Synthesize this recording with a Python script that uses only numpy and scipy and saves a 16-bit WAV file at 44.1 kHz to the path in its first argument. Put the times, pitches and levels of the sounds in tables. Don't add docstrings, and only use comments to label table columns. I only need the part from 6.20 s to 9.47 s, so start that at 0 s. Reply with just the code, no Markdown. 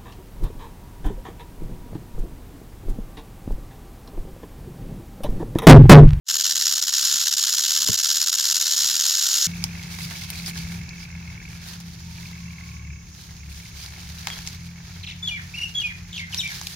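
import sys
import numpy as np
from scipy import signal
from scipy.fft import rfft, irfft, next_fast_len
from scipy.io import wavfile
from scipy.ndimage import uniform_filter1d, minimum_filter1d

SR = 44100
rng = np.random.default_rng(int(sys.argv[2]) if len(sys.argv) > 2 else 0)


def wav_record(signal):
    frames = np.transpose(np.atleast_2d(signal))
    bounded = np.clip(frames, -1, 1)
    quanta = np.round(bounded * 32767).astype(np.int16)
    wavfile.write(sys.argv[1], SR, quanta)


N = 144207
TIME = np.arange(N) / SR
SIDE = np.array([[1], [-1]])


def from_db(db):
    return 10 ** (np.asarray(db) / 20)


def rms_one(x):
    return x / np.sqrt(np.mean(x ** 2) + 1e-20)


def in_time(rows):
    return np.interp(TIME, *np.transpose(rows))


def at_hz(points, hz):
    f, value = np.transpose(points)
    return np.interp(np.log(hz), np.log(f), value)


def drift(rate_hz):
    hop, settle = 40, 2000
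    pole = np.exp(-2 * np.pi * rate_hz * hop / SR)
    noise = rng.standard_normal(N // hop + settle + 2)
    slow = signal.lfilter([1], [1, -2 * pole, pole * pole], noise)[settle:]
    return np.interp(np.arange(N) / hop, np.arange(len(slow)), rms_one(slow))


def band(x, low_hz, high_hz):
    edges = np.clip([low_hz, high_hz], 10, .48 * SR)
    return signal.sosfilt(signal.butter(2, edges, "band", fs=SR, output="sos"), x + 1e-18)


def background():
    # (frequency [Hz], relative density [dB])
    spectrum = [(30, -16), (60, -18.5), (95, 3), (135, -9), (185, -1), (215, -6), (255, -2), (330, -9.5),
                (500, -9), (800, -6), (1500, -48), (6000, -39)]
    # (frequency [Hz], correlation [-1 to 1])
    likeness = [(60, 0.2), (100, -0.32), (160, -0.042), (270, 0.28), (450, .6), (800, 0.74)]
    edges = 25 * 2 ** np.arange(0, 8.6, .5)
    shared_waver = drift(3)
    white = rng.standard_normal((2, 2, N))
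    out = np.zeros((2, N))
    for k, (low, high) in enumerate(zip(edges, edges[1:])):
        mid, side = band(white[k % 2], low, high)
        hz = np.sqrt(low * high)
        alike = at_hz(likeness, hz)
        gain = from_db(at_hz(spectrum, hz) - 0.2 * shared_waver - drift(6.1))
        out += gain * (np.sqrt(1 + alike) * mid + np.sqrt(1 - alike) * side * SIDE)
    fade_in = np.interp(TIME, (0.073, 0.1), [0, 1])
    return from_db(-58) * rms_one(out) * fade_in


def rustles():
    # (peak time [s], half-length [s], level [dB])
    swells = [(.68, 0.063, -69), (0.85, .06, -56), (0.953, 0.033, -52), (1.63, 0.046, -54),
              (1.703, 0.042, -37), (2.64, 0.076, -55), (2.727, 0.067, -57)]
    # (frequency [Hz], width [Hz], relative level [dB])
    modes = [(96, 72, -4), (200, 38, -3)]
    envelope = sum(from_db(db) * np.exp(-2 * ((TIME - s) / half) ** 2) for s, half, db in swells)
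    noise = rng.standard_normal((2, N))
    dull = sum(from_db(db) * band(noise, hz - width / 2, hz + width / 2) for hz, width, db in modes)
    return envelope * rms_one(dull)


def bump():
    # (frequency [Hz], relative level [dB], t60 [s], left minus right [dB], right lag [s])
    modes = [(99.6, 2, 0.14, 11, 0.0033), (127, -2, 0.11, 8, .0014), (185, 3, 0.1, -8, 0.0014),
             (243, -10, 0.11, -15, 0.00062), (303, -2, 0.059, 2, 0.0009), (432, -5, 0.12, 3, .0002),
             (476, -11, 0.044, -2, .0002), (628, -7.5, .06, 5, .0001), (1060, -7, 0.052, 0, .00003)]
    start_s, level_db, swell_cycles = 1.685, -25, 0.47
    start = int(start_s * SR)
    t = TIME[:SR // 3]
    out = np.zeros((2, N))
    for k, (hz, mode_db, t60, pan_db, lag) in enumerate(modes):
        age = np.maximum(t - np.array([[0], [lag]]), 0)
        swell = (1 - np.exp(-age * hz / swell_cycles)) ** 2
        ring = np.sin(2 * np.pi * hz * age) * np.exp(-np.log(1000) * age / t60)
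        gain = from_db(level_db + mode_db + pan_db / 2 * SIDE)
        out[:, start:start + len(t)] += (-1) ** k * gain * swell * ring
    return out


def tail_motion():
    # (time [s], rate [Hz])
    stroke_rate = [(0.0, 67.58), (0.15, 72.36), (0.45, 68.56), (0.6, 71.15), (0.75, 70.08), (0.85, 67.87),
                   (1.0, 70.78), (1.3, 70.39), (1.62, 72.41), (1.78, 69.35), (1.95, 71.14), (2.38, 70.0),
                   (2.55, 73.47), (2.75, 73.61), (2.9, 69.23), (3.05, 67.61), (3.27, 72.18)]
    # (time [s], rate [Hz])
    sway_rate = [(0.0, 19.99), (0.25, 18.41), (0.45, 19.63), (0.7, 17.85), (0.9, 23.76), (1.05, 17.71),
                 (1.3, 19.85), (1.5, 16.07), (1.7, 18.27), (2.1, 17.2), (2.5, 18.38), (2.75, 16.78),
                 (3.0, 27.06), (3.27, 24.29)]
    # (time [s], width [factor])
    sway_width = [(.1, 2.06), (.7, 1.27), (.84, 0.11), (1.1, 1.56), (2.4, 1.36), (2.6, 0.8), (2.78, 1.55),
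                  (2.95, 0.87), (3.27, 0.23)]
    # (time [s], relative level [dB])
    effort = [(.04, -110), (.075, -29), (.09, -21), (.6, -22.5), (1.0, -21.5), (1.4, -21), (2.1, -21),
              (2.7, -21), (3.27, -21)]
    # (time [s], dip [dB])
    catches = [(0.348, 9), (0.61, 12), (0.665, 8.5), (0.716, 10), (1.108, 7), (1.162, 11), (1.769, 18),
               (2.057, 15), (2.113, 17.5), (2.168, 6.5), (2.338, 7), (2.394, 9)]
    bunch_cycles, lean_rad, catch_half_s = 0.17, 0.43, 0.0045
    width = in_time(sway_width)
    sway_angle = 2 * np.pi * np.cumsum(in_time(sway_rate)) / SR
    sway = width * np.cos(sway_angle)
    bunching = bunch_cycles * np.sin(sway_angle + 0.4)
    stroke_angle = 2 * np.pi * (np.cumsum(in_time(stroke_rate)) / SR + bunching)
    stroke = np.cos(stroke_angle + lean_rad * (1 - np.cos(stroke_angle)))
    swing_db = (2 + 0.47 * sway) * stroke
    clash_db = 4 * ((1 + stroke) / 2) ** 16.6 * (1 + sway) / 2
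    turn_db = 5.5 * width * ((1 - stroke) / 2) ** 3.2
    sway_bottom = ((1 - np.cos(sway_angle + 0.15)) / 2) ** 9.7
    lull_db = 2 * width ** 2 * sway_bottom * np.maximum(1 + 0.5 * drift(8.7), 0)
    uneven_db = (1 - 0.37 * sway) * drift(61)
    catch_db = sum(db * np.exp(-((TIME - s) / catch_half_s) ** 2) for s, db in catches)
    force = rms_one(from_db(swing_db + clash_db - turn_db - lull_db - catch_db + uneven_db))
    return force * from_db(in_time(effort)), sway


def delayed(x, seconds):
    size = next_fast_len(N + SR)
    hz = np.arange(size // 2 + 1) * SR / size
    return irfft(rfft(x, size) * np.exp(-2j * np.pi * hz * seconds), size)[:N]


def rattle():
    # (frequency [Hz], width [Hz], relative level [dB], stereo spread [0-1])
    shell_modes = [(1188, 610, -28, 0.06), (1560, 486, -19.5, 0), (1990, 520, -26.5, 0),
                   (3327, 956, -9.5, 0.02), (4203, 886, -6, 0.3), (5432, 1050, -1.5, 0.29),
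                   (6838, 823, -1.5, 0.1), (7720, 1730, -13, 0.35), (9970, 1280, -15.5, .3),
                   (12400, 2100, -10.5, 0.46), (15000, 3200, -19.5, 0.5)]
    clicks_per_s, click_spread_db, mode_spread = 11000, 5.0, 0.83
    body_hz, body_sway_db = 2500, 1.5
    force, sway = tail_motion()
    hits = rng.random(N) < clicks_per_s / SR
    polarity = rng.choice([-1, 1], N)
    clicks = rms_one(hits * polarity * from_db(click_spread_db * rng.uniform(-0.75, 1, N)))
    out = np.zeros((2, N))
    for hz, width, db, apart in shell_modes:
        strength = rms_one(rng.choice([-1, 1], N) + mode_spread * rng.uniform(-0.79, 1, N) * np.sqrt(3))
        struck = clicks * (strength + apart * rng.standard_normal(N) * SIDE)
        drive = force * from_db(db + body_sway_db * sway * (hz < body_hz))
        width_gain = np.sqrt(SR / width) / 2
        out += width_gain * band(struck * drive, hz - width / 2, hz + width / 2)
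    left, right = out
    return np.array([delayed(left, seconds=13e-6), right])


def scene():
    return rattle() + bump() + rustles() + background()


def record(dry):
    low_cut_hz, high_cut_hz = 56, 15830
    limit_db, limit_s = -4, 0.0037
    x = signal.sosfilt(signal.butter(2, low_cut_hz, "high", fs=SR, output="sos"), dry)
    span = int(limit_s * SR)
    allowed = np.minimum(1, from_db(limit_db) / (np.abs(x).max(axis=0) + 1e-9))
    gain = uniform_filter1d(minimum_filter1d(allowed, span), span)
    return signal.sosfilt(signal.ellip(14, .1, 90, high_cut_hz, fs=SR, output="sos"), x * gain)


dry = scene()
out = record(dry)
wav_record(out)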